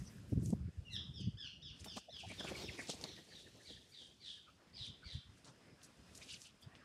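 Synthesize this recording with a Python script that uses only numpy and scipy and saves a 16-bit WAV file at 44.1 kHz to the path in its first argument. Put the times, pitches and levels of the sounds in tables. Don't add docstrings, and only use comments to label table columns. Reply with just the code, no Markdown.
import sys
import numpy as np
from scipy import signal
from scipy.fft import rfft, irfft, next_fast_len
from scipy.io import wavfile
from scipy.ndimage import uniform_filter1d, map_coordinates

SR = 44100
rng = np.random.default_rng(int(sys.argv[2]) if len(sys.argv) > 2 else 0)


def generate_wav(signal):
    frames = np.transpose(np.atleast_2d(signal))
    scaled = np.clip(frames, -1, 1) * 32767
    pcm = np.round(scaled).astype(np.int16)
    wavfile.write(sys.argv[1], SR, pcm)


N = 301854

# time in seconds, murmur in dB, leaf hiss in dB.
BREEZE = [(0, -65.5, -75), (.27, -70.5, -75.5), (1.2, -71, -80.5), (1.7, -75.5, -82.5),
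          (1.87, -65.5, -66.5), (2.1, -75.5, -81), (3.2, -79, -71.5), (4.0, -83.5, -82), (4.6, -72.5, -81),
          (5.9, -66, -75), (6.34, -63.5, -66.5), (6.5, -67, -77.5), (6.84, -65, -75.5)]
# time in seconds, level in dB.
FLOCK = [(0, -110), (2.0, -110), (2.15, -72), (2.45, -55), (2.6, -52), (2.75, -59), (3.05, -58.5),
         (3.2, -66), (3.8, -70), (4.3, -75.5), (4.6, -76.5), (6.84, -110)]
# peak time and half length in seconds, level in dB, centre in Hz.
SWISHES = [(0.01, 0.057, -70.5, 7250), (0.125, 0.08, -76, 9560), (0.308, 0.033, -75.5, 9600),
           (0.458, 0.048, -64, 7460), (0.507, 0.019, -73, 7400), (0.937, 0.025, -68, 7000),
           (1.209, 0.0081, -66, 5500), (1.803, 0.015, -62, 5660), (1.847, 0.0044, -56, 7840),
           (1.857, 0.014, -66, 12500), (1.973, .012, -68, 12500), (1.972, 0.015, -53, 4800),
           (2.2, 0.014, -61, 5100), (2.303, 0.042, -58.5, 2820), (2.4, 0.0093, -65, 5700),
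           (2.492, 0.011, -59.5, 6650), (2.799, 0.035, -60.5, 6100), (2.899, 0.018, -47, 4700),
           (2.94, 0.014, -58, 5200), (3.02, 0.0099, -61, 5840), (3.403, 0.032, -69, 6260),
           (3.668, 0.084, -70.5, 6000), (3.903, 0.016, -74, 7560), (4.018, 0.075, -72, 5540),
           (4.297, 0.063, -70, 5500), (4.859, 0.022, -59.5, 3870), (5.14, 0.027, -72, 6270),
           (5.38, 0.021, -76.5, 6800), (5.454, 0.0057, -64.5, 5370), (5.476, 0.023, -66, 5100),
           (5.843, 0.016, -62.5, 6640), (6.166, 0.024, -63.5, 6740), (6.227, 0.017, -60, 4170),
           (6.31, 0.039, -53.5, 3940), (6.418, 0.035, -64, 6500), (6.462, 0.028, -64, 3900),
           (6.621, 0.018, -74.5, 9000), (6.76, 0.0091, -70, 2720)]


def amp(db):
    return 10 ** (np.asarray(db) / 20)


def unit(x):
    return x / np.sqrt(np.mean(x ** 2) + 1e-20)


def bell(x, width):
    return np.exp(-.5 * (x / width) ** 2)


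def along(points, hz):
    f, v = np.transpose(points)
    return np.interp(np.log(hz + 1), np.log(f + 1), v)


def curves(rows):
    s, *cols = np.transpose(rows)
    return [np.interp(np.arange(N) / SR, s, c) for c in cols]


def wobble(rate_hz, size=N):
    knots = rng.standard_normal(int(size * rate_hz / SR) + 4)
    return map_coordinates(knots, [np.arange(size) * rate_hz / SR])


def phase_of(hz):
    return 2 * np.pi * np.cumsum(hz) / SR


def filtered(x, response):
    m = next_fast_len(len(x) + 8192)
    return irfft(rfft(x, m) * response(np.fft.rfftfreq(m, 1 / SR)), m)[:len(x)]


def shaped(x, spectrum):
    return unit(filtered(x, lambda hz: amp(along(spectrum, hz))))


def add(track, s, sound):
    part = track[max(round(s * SR), 0):][:len(sound)]
    part += sound[:len(part)]


def rush(spectrum, patchy_db):
    z = signal.stft(rng.standard_normal(N), nperseg=512)[2]
    patches = uniform_filter1d(uniform_filter1d(rng.standard_normal(z.shape), 6, 0), 10, 1)
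    noise = signal.istft(z * amp(patchy_db * unit(patches)), nperseg=512)[1][:N]
    return shaped(noise, spectrum)


def puffs(rows, octaves, grain_db, grain_hz, rise):
    out = np.zeros(N)
    for s, half_s, db, hz in rows:
        reach_s = 4 * half_s + .03
        t = np.arange(-min(s, reach_s) * SR, reach_s * SR) / SR
        grainy = rng.standard_normal(len(t)) * amp(grain_db * wobble(grain_hz, len(t)))
        air = filtered(grainy, lambda f: bell(np.log2((f + 1) / hz), octaves))
        envelope = bell(t, np.where(t < 0, rise * half_s, half_s))
        add(out, s + t[0], amp(db) * unit(air * envelope) * np.sqrt(np.mean(envelope ** 2)))
    return out


def echoes(x, direct_db, wet_db, build_s=.014):
    # frequency in Hz, time to fall 60 dB in seconds.
    decay = [(300, 0.051), (3000, 0.43), (10000, 0.33)]
    hz, t, z = signal.stft(rng.standard_normal(SR // 2), SR, nperseg=256)
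    envelope = amp(-60 * t / along(decay, hz)[:, None]) * (1 - np.exp(-t / build_s))
    tail = signal.istft(z * envelope, SR, nperseg=256)[1]
    wet = signal.fftconvolve(x, tail / np.linalg.norm(tail))
    return amp(wet_db) * wet + amp(direct_db) * np.pad(x, (0, len(wet) - len(x)))


def background():
    # frequency in Hz, relative density in dB.
    rumble = [(25, -28), (60, 4), (100, 4), (190, 1.5), (320, -10.5), (500, -23.5), (700, -50), (1100, -54)]
    murmur = [(150, 0), (250, 3.5), (384, -1.5), (560, -2.5), (800, -8.5), (1600, -7), (3560, -17),
              (4000, -26.5), (5200, -11.5), (8800, -120)]
    hiss = [(1500, -50), (2500, -0.5), (4000, -3.5), (6000, -7), (9000, -9), (12500, -19.5), (13500, -19),
            (15600, -36)]
    # time in seconds, rumble in dB.
    gusts = [(0, -57), (.27, -54), (.55, -44.5), (.76, -74), (1.0, -52.5), (1.25, -58.5), (1.45, -64),
             (1.9, -61), (2.0, -61.5), (2.05, -71.5), (2.2, -63), (2.44, -56), (2.65, -53.5), (2.95, -62),
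             (3.3, -66), (3.8, -70), (4.6, -74), (4.95, -68.5), (5.9, -72), (6.34, -64.5), (6.45, -75),
             (6.84, -81)]
    rumble_db, = curves(gusts)
    murmur_db, hiss_db = curves(BREEZE)
    low = amp(rumble_db + 1.6 * wobble(11)) * rush(rumble, patchy_db=3)
    middle = amp(murmur_db + 1.45 * wobble(4.97)) * rush(murmur, patchy_db=2.5)
    high = amp(hiss_db + 1.2 * wobble(8)) * rush(hiss, patchy_db=.8)
    return low + middle + high


def wind():
    # peak time and half length in seconds, level in dB, centre in Hz.
    buffets = [(0.328, 0.0093, -31, 141), (0.363, 0.0073, -39, 108), (0.38, 0.024, -32.5, 119),
               (0.427, 0.014, -38.5, 140), (.468, 0.031, -39.5, 113), (0.504, 0.0078, -40.5, 150),
               (0.532, 0.0068, -32, 190), (0.598, 0.063, -43, 92), (0.684, 0.012, -43, 113),
               (0.786, 0.024, -43.5, 82), (0.955, 0.087, -55, 92.5), (1.092, 0.014, -45.5, 94),
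               (1.208, 0.038, -45.5, 118), (1.276, 0.013, -34.5, 111), (1.35, 0.024, -50, 87),
               (1.458, 0.014, -59, 99), (1.712, 0.021, -58, 93), (1.824, 0.021, -54, 100),
               (4.821, 0.02, -53, 93), (4.896, 0.033, -56, 121), (5.069, 0.011, -49, 78),
               (5.159, 0.023, -44.5, 87), (5.274, 0.0186, -59.5, 90), (5.497, 0.018, -61, 118),
               (6.672, 0.007, -49.5, 99)]
    edges = [(s, .6 * half_s, db - 7.5 + 11 * np.log2(hz / 150), 1.69 * hz)
             for s, half_s, db, hz in buffets]
    return (puffs(buffets, octaves=.59, grain_db=4.5, grain_hz=54.6, rise=.66)
            + puffs(edges, octaves=.64, grain_db=5, grain_hz=47, rise=.65))


def squeaks():
    # peak time and half length in seconds, level in dB, centre in Hz.
    bursts = [(.072, 0.019, -62.5, 5730), (.075, 0.012, -67, 4900), (.32, 0.017, -76, 5500),
              (2.305, 0.012, -52, 2300), (6.315, 0.031, -57, 2880), (6.31, 0.0217, -63.5, 4870),
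              (6.462, 0.018, -63.5, 2900), (6.635, 0.013, -65, 3350), (6.64, 0.017, -67, 4800),
              (6.725, .012, -69, 1820), (6.82, 0.011, -74, 1620)]
    return puffs(bursts, octaves=.09, grain_db=-4.5, grain_hz=93, rise=.65)


def crackle(band_ticks_per_s=1200, spread_db=4):
    # frequency in Hz, relative density in dB.
    spectrum = [(1500, -30), (3000, -2.5), (6000, 6.5), (10000, -3), (15600, -28)]
    bands_hz = (3500, 5500, 8000, 11000)
    t, ticks = np.arange(N) / SR, np.zeros(N)
    for centre_hz in bands_hz:
        hits = rng.random(N) < band_ticks_per_s / SR
        sizes = amp(spread_db * rng.exponential(size=N).clip(0, 3)) * rng.standard_normal(N)
        band = lambda hz: amp(along(spectrum, hz)) * bell(np.log2((hz + 1) / centre_hz), .3)
        ticks += filtered(hits * sizes, band)
    stir = sum(amp(db - 11.5) * bell(t - s, half_s) for s, half_s, db, _ in SWISHES)
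    flock_db, hiss_db = curves(FLOCK)[0], curves(BREEZE)[1]
    return (stir + amp(flock_db - 13.5) + amp(hiss_db - 10)) * unit(ticks)


def swishes():
    offsets = (-.6, -.2, .2, .6)
    bands = [(s, half_s, db - 3 - 12 * up ** 2, hz * 2 ** up)
             for s, half_s, db, hz in SWISHES for up in offsets]
    hiss = [(s, half_s, db - 11.5, 8500) for s, half_s, db, _ in SWISHES]
    return (puffs(bands, octaves=.2, grain_db=3.5, grain_hz=100, rise=.51)
            + puffs(hiss, octaves=.21, grain_db=-6.5, grain_hz=330, rise=.38))


def twigs(crack_t60_s=.004, splinter_t60_s=.05):
    # start in seconds, peak in dB, centre in Hz.
    snaps = [(0.4594, -39, 7850), (0.5045, -42, 7800), (1.8438, -43.5, 3280), (1.962, -54, 3880),
             (1.9703, -45, 3050), (2.4005, -50, 6000), (2.444, -47, 6000), (2.573, -50, 5930),
             (2.873, -41, 4900), (2.895, -35, 3940), (2.9, -31, 5000), (2.999, -54, 5000),
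             (3.013, -38.5, 5600), (3.0398, -30, 4800), (3.1642, -49, 3810), (3.3997, -50.5, 3800),
             (5.4462, -49, 5970), (5.817, -51, 3300), (5.8312, -50, 8000), (5.835, -46, 8000),
             (6.1496, -50, 6500), (6.153, -45, 7000), (6.1762, -43.5, 7300), (6.217, -48.5, 2550),
             (6.4178, -39.5, 6300), (6.752, -47.5, 2720)]
    t, out = np.arange(SR // 20) / SR, np.zeros(N)
    envelope = amp(-60 * t / crack_t60_s) + amp(-12 - 60 * t / splinter_t60_s)
    for s, db, hz in snaps:
        burst = rng.standard_normal(len(t)) * envelope
        bandpass = lambda f: 1j * f * hz / (hz * hz - f * f + 1j * f * hz)
        crack = filtered(burst, lambda f: bandpass(f) ** 2 / (1 + 1j * f / 9000) ** 3)
        add(out, s, amp(db) * crack / np.abs(crack).max())
    return out


def peep(length_s=.063, start_hz=2920, end_hz=2640):
    # start in seconds, level in dB.
    notes = [(0.849, -63)]
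    u, out = np.linspace(0, 1, round(length_s * SR)), np.zeros(N)
    phase = phase_of(start_hz + (end_hz - start_hz) * u)
    tone = (np.sin(phase) + amp(-20) * np.sin(2 * phase)) * np.sin(np.pi * u) ** .69
    for s, db in notes:
        add(out, s, echoes(amp(db) * tone, direct_db=6.5, wet_db=6.5))
    return out


def bird(hook_share=.16, settle_s=.011, bend_clear=1.6, bend_hoarse=.1984):
    # start and length in seconds, start and end pitch in Hz, level in dB, hoarseness 0-1,
    # fundamental and upper partials in dB, swell peak as share of length, scoop and overshoot as
    calls = [(0.896, 0.082, 2024, 1570, -52, 0.04, -14.5, -8.5, 0.72, 0.0057, 0.014),
             (1.136, 0.1, 1718, 1406, -60.5, 0.12, -27, -2, 0.48, 0.069, 0.081),
             (1.37, 0.12, 1742, 1325, -58.5, 0.15, -10, -4.5, 0.52, 0.14, 0.035),
             (1.613, 0.105, 1770, 1287, -61, 0, -20.5, -3.5, 0.49, 0.27, 0.064),
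             (1.856, 0.11, 1730, 1302, -62.5, 0.05, -17, 0.5, 0.36, 0.26, 0.082),
             (2.092, 0.13, 1760, 1255, -59.5, 0.09, -19, -5, 0.47, .2, 0.18),
             (2.358, 0.056, 1943, 1576, -53, 0.27, -19, -7, 0.82, .12, .01),
             (2.609, 0.075, 1910, 1596, -61.5, 0.22, -19, 0, 0.47, 0.089, 0.012),
             (3.044, 0.11, 2186, 1582, -62.5, 0.58, -9.5, -1, 0.18, .2, 0.013),
             (3.281, 0.13, 2290, 1678, -65.5, 0.65, -17, -6, 0.37, 0.13, .03),
             (3.643, 0.12, 2295, 1541, -63.5, 0.8, -12, -11, 0.39, 0.069, 0.019),
             (3.911, 0.14, 2305, 1473, -64.5, 0.78, -13.5, -20, 0.36, 0.086, 0.035),
             (4.19, 0.15, 2300, 1506, -60, 0.67, -17.5, -18, 0.52, 0.14, 0.044),
             (4.727, 0.14, 2415, 1518, -55.5, 0.5, -22.5, -18, 0.53, .16, .05),
             (5.033, 0.14, 2292, 1516, -59.5, 0.57, -12.5, -16, 0.4, 0.13, 0.039)]
    # frequency in Hz, gain in dB.
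    throat = [(1000, -61), (1500, 0), (1900, 0.5), (2400, 9), (2900, 3), (3700, 2.5), (4300, -3.5),
              (5100, 2.5), (6000, -5.5), (6700, -20), (7500, -32), (8300, -32), (10000, -45),
              (13000, -61.5)]
    # frequency in Hz, relative density in dB.
    rasp_spectrum = [(2000, -23), (2600, -3), (3000, 6.5), (3600, 11), (4800, -8), (5400, 0), (6600, -8.5),
                     (7200, -37), (10000, -24), (12000, -96)]
    shrill_spectrum = [(6500, -38), (7600, 6), (8500, -7), (9800, 0), (11000, -40)]
    out = np.zeros(N)
    for s, length_s, start_hz, end_hz, db, hoarseness, first_db, upper_db, peak, scoop, over in calls:
        n = round(length_s * SR)
        u = np.linspace(0, 1, n)
        hook = 1 - scoop * np.clip(1 - u / hook_share, 0, 1)
        past_hook = np.clip(u - hook_share, 0, 1)
        bend = max(bend_clear + (bend_hoarse - bend_clear) * hoarseness, .3)
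        fall = (past_hook / (1 - hook_share)) ** bend
        overshoot = 1 + over * np.exp(-past_hook * length_s / settle_s)
        glide_hz = (start_hz + (end_hz - start_hz) * fall) * hook * overshoot
        hoarse = min(hoarseness, .7) * u ** .4
        shake = 1 + (.012 + .045 * hoarse) * wobble(350, n)
        phase = phase_of(glide_hz * shake)
        voice = np.zeros(n)
        for k, partial_db in enumerate([first_db - 3 * u, 0] + [upper_db] * 4, 1):
            shiver_db = 4 * np.sqrt(u) * wobble(700, n)
            voice += amp(along(throat, k * glide_hz) + partial_db + shiver_db) * np.sin(k * phase)
        held_hz = 2 * start_hz * (1 + over) * (1 - .031 * u) * hook * shake
        voice += amp(-3.5) * hoarseness * np.sin(phase_of(held_hz))
        voice += amp(6) * hoarse * wobble(460, n) * np.sin(2 * phase)
        voice *= 1 + amp(-6.5) * u * wobble(900, n)
        rasp = amp(1) * shaped(rng.standard_normal(n), rasp_spectrum)
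        rasp += amp(-16) * shaped(rng.standard_normal(n), shrill_spectrum)
        skew = np.log(.5) / np.log(np.clip(peak, .2, .9))
        swell = np.abs(np.sin(np.pi * u ** skew)) ** (.45 + .7 * hoarseness)
        gain = amp(db + 2.5 * wobble(250, n)) * swell
        add(out, s, echoes(gain * (voice + hoarse * rasp), direct_db=3, wet_db=1.5))
    return out


def wings(push_hz=228):
    # frequency in Hz, relative density in dB.
    feathers = [(150, -13), (350, 6), (650, -3), (1100, -10), (2500, -7.5), (4500, -5.5), (9000, -23),
                (13000, -24), (15600, -28)]
    # peak time in seconds, level in dB, centre in Hz.
    strokes = [(1.867, -56.5, 634), (1.973, -49, 710), (2.314, -56, 540), (2.409, -51, 600),
               (2.449, -48.5, 540), (2.519, -47.5, 446), (2.644, -57, 390), (2.791, -52.5, 490),
               (2.899, -46.5, 545), (2.943, -58, 510), (3.014, -63.5, 650), (3.044, -52, 640),
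               (3.1, -64.5, 504), (3.188, -62.5, 454), (3.287, -67, 412), (3.558, -66, 382),
               (3.707, -59, 265), (4.02, -71, 440), (5.479, -64, 1030)]
    # peak time and half length in seconds, level in dB, centre in Hz.
    knocks = [(1.973, 0.011, -61, 815), (2.091, 0.0078, -53.5, 610), (2.245, 0.009, -52.5, 745),
              (2.45, .008, -53, 594), (2.52, .009, -52, 417)]
    flock_db, = curves(FLOCK)
    thumps = [(s, .0089 * amp(-.23 * (db + 49.5)), db, hz) for s, db, hz in strokes]
    pushes = [(s, half_s, db, push_hz) for s, half_s, db, _ in thumps]
    return (amp(flock_db + 1.8 * wobble(40)) * rush(feathers, patchy_db=3)
            + puffs(thumps, octaves=.72, grain_db=5, grain_hz=160.4, rise=.71)
            + puffs(pushes, octaves=.58, grain_db=-1.5, grain_hz=54, rise=.99)
            + puffs(knocks, octaves=.2, grain_db=1.5, grain_hz=100, rise=.8))


def feather_whistles():
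    # peak time and half length in seconds, level in dB, pitch in Hz, share of pitch lost
    whistles = [(2.41, 0.0048, -57.5, 1725, .05), (2.482, 0.0084, -53, 2380, 0.044),
                (2.556, 0.0046, -53, 2296, 0.031), (2.692, 0.0064, -51.5, 2250, 0.06),
                (2.8, 0.011, -51, 1997, 0.091), (3.183, 0.0096, -67, 1807, .02),
                (3.276, 0.006, -82, 1740, .02), (3.324, 0.009, -67.5, 1790, 0.0094),
                (3.382, 0.0054, -76, 1770, .02), (3.472, 0.0076, -69, 1780, 0.016),
                (3.611, 0.0094, -71, 1770, 0.024), (3.776, 0.0074, -70.5, 1816, 0.01),
                (4.382, 0.0089, -74.5, 1660, 0.014), (4.487, 0.0109, -68, 1336, 0.026),
                (5.037, 0.0076, -65, 1436, .03), (6.223, 0.0075, -63, 2335, 0.027)]
    t, out = np.arange(-.06 * SR, .06 * SR) / SR, np.zeros(N)
    for s, half_s, db, hz, drop in whistles:
        glide_hz = hz * (1 - drop * np.clip(t / half_s, -2, 2))
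        shake = 1 + (.045 + drop) * wobble(500, len(t))
        tone = np.sin(phase_of(glide_hz * shake)) * bell(t, half_s)
        add(out, s + t[0], echoes(amp(db) * tone, direct_db=7.5, wet_db=-4))
    return out


def scene():
    air = background() + wind()
    flush = wings() + feather_whistles() + swishes() + twigs() + crackle()
    return (air + flush + peep() + bird() + squeaks())[None]


def record(dry, bass_hz=45, treble_hz=14000, limit_hz=15660):
    rolloff = lambda hz: 1 / np.sqrt((1 + (bass_hz / (hz + 1)) ** 6) * (1 + (hz / treble_hz) ** 12))
    return filtered(dry[0], lambda hz: (hz < limit_hz) * rolloff(hz))[None]


dry = scene()
out = record(dry)
generate_wav(out)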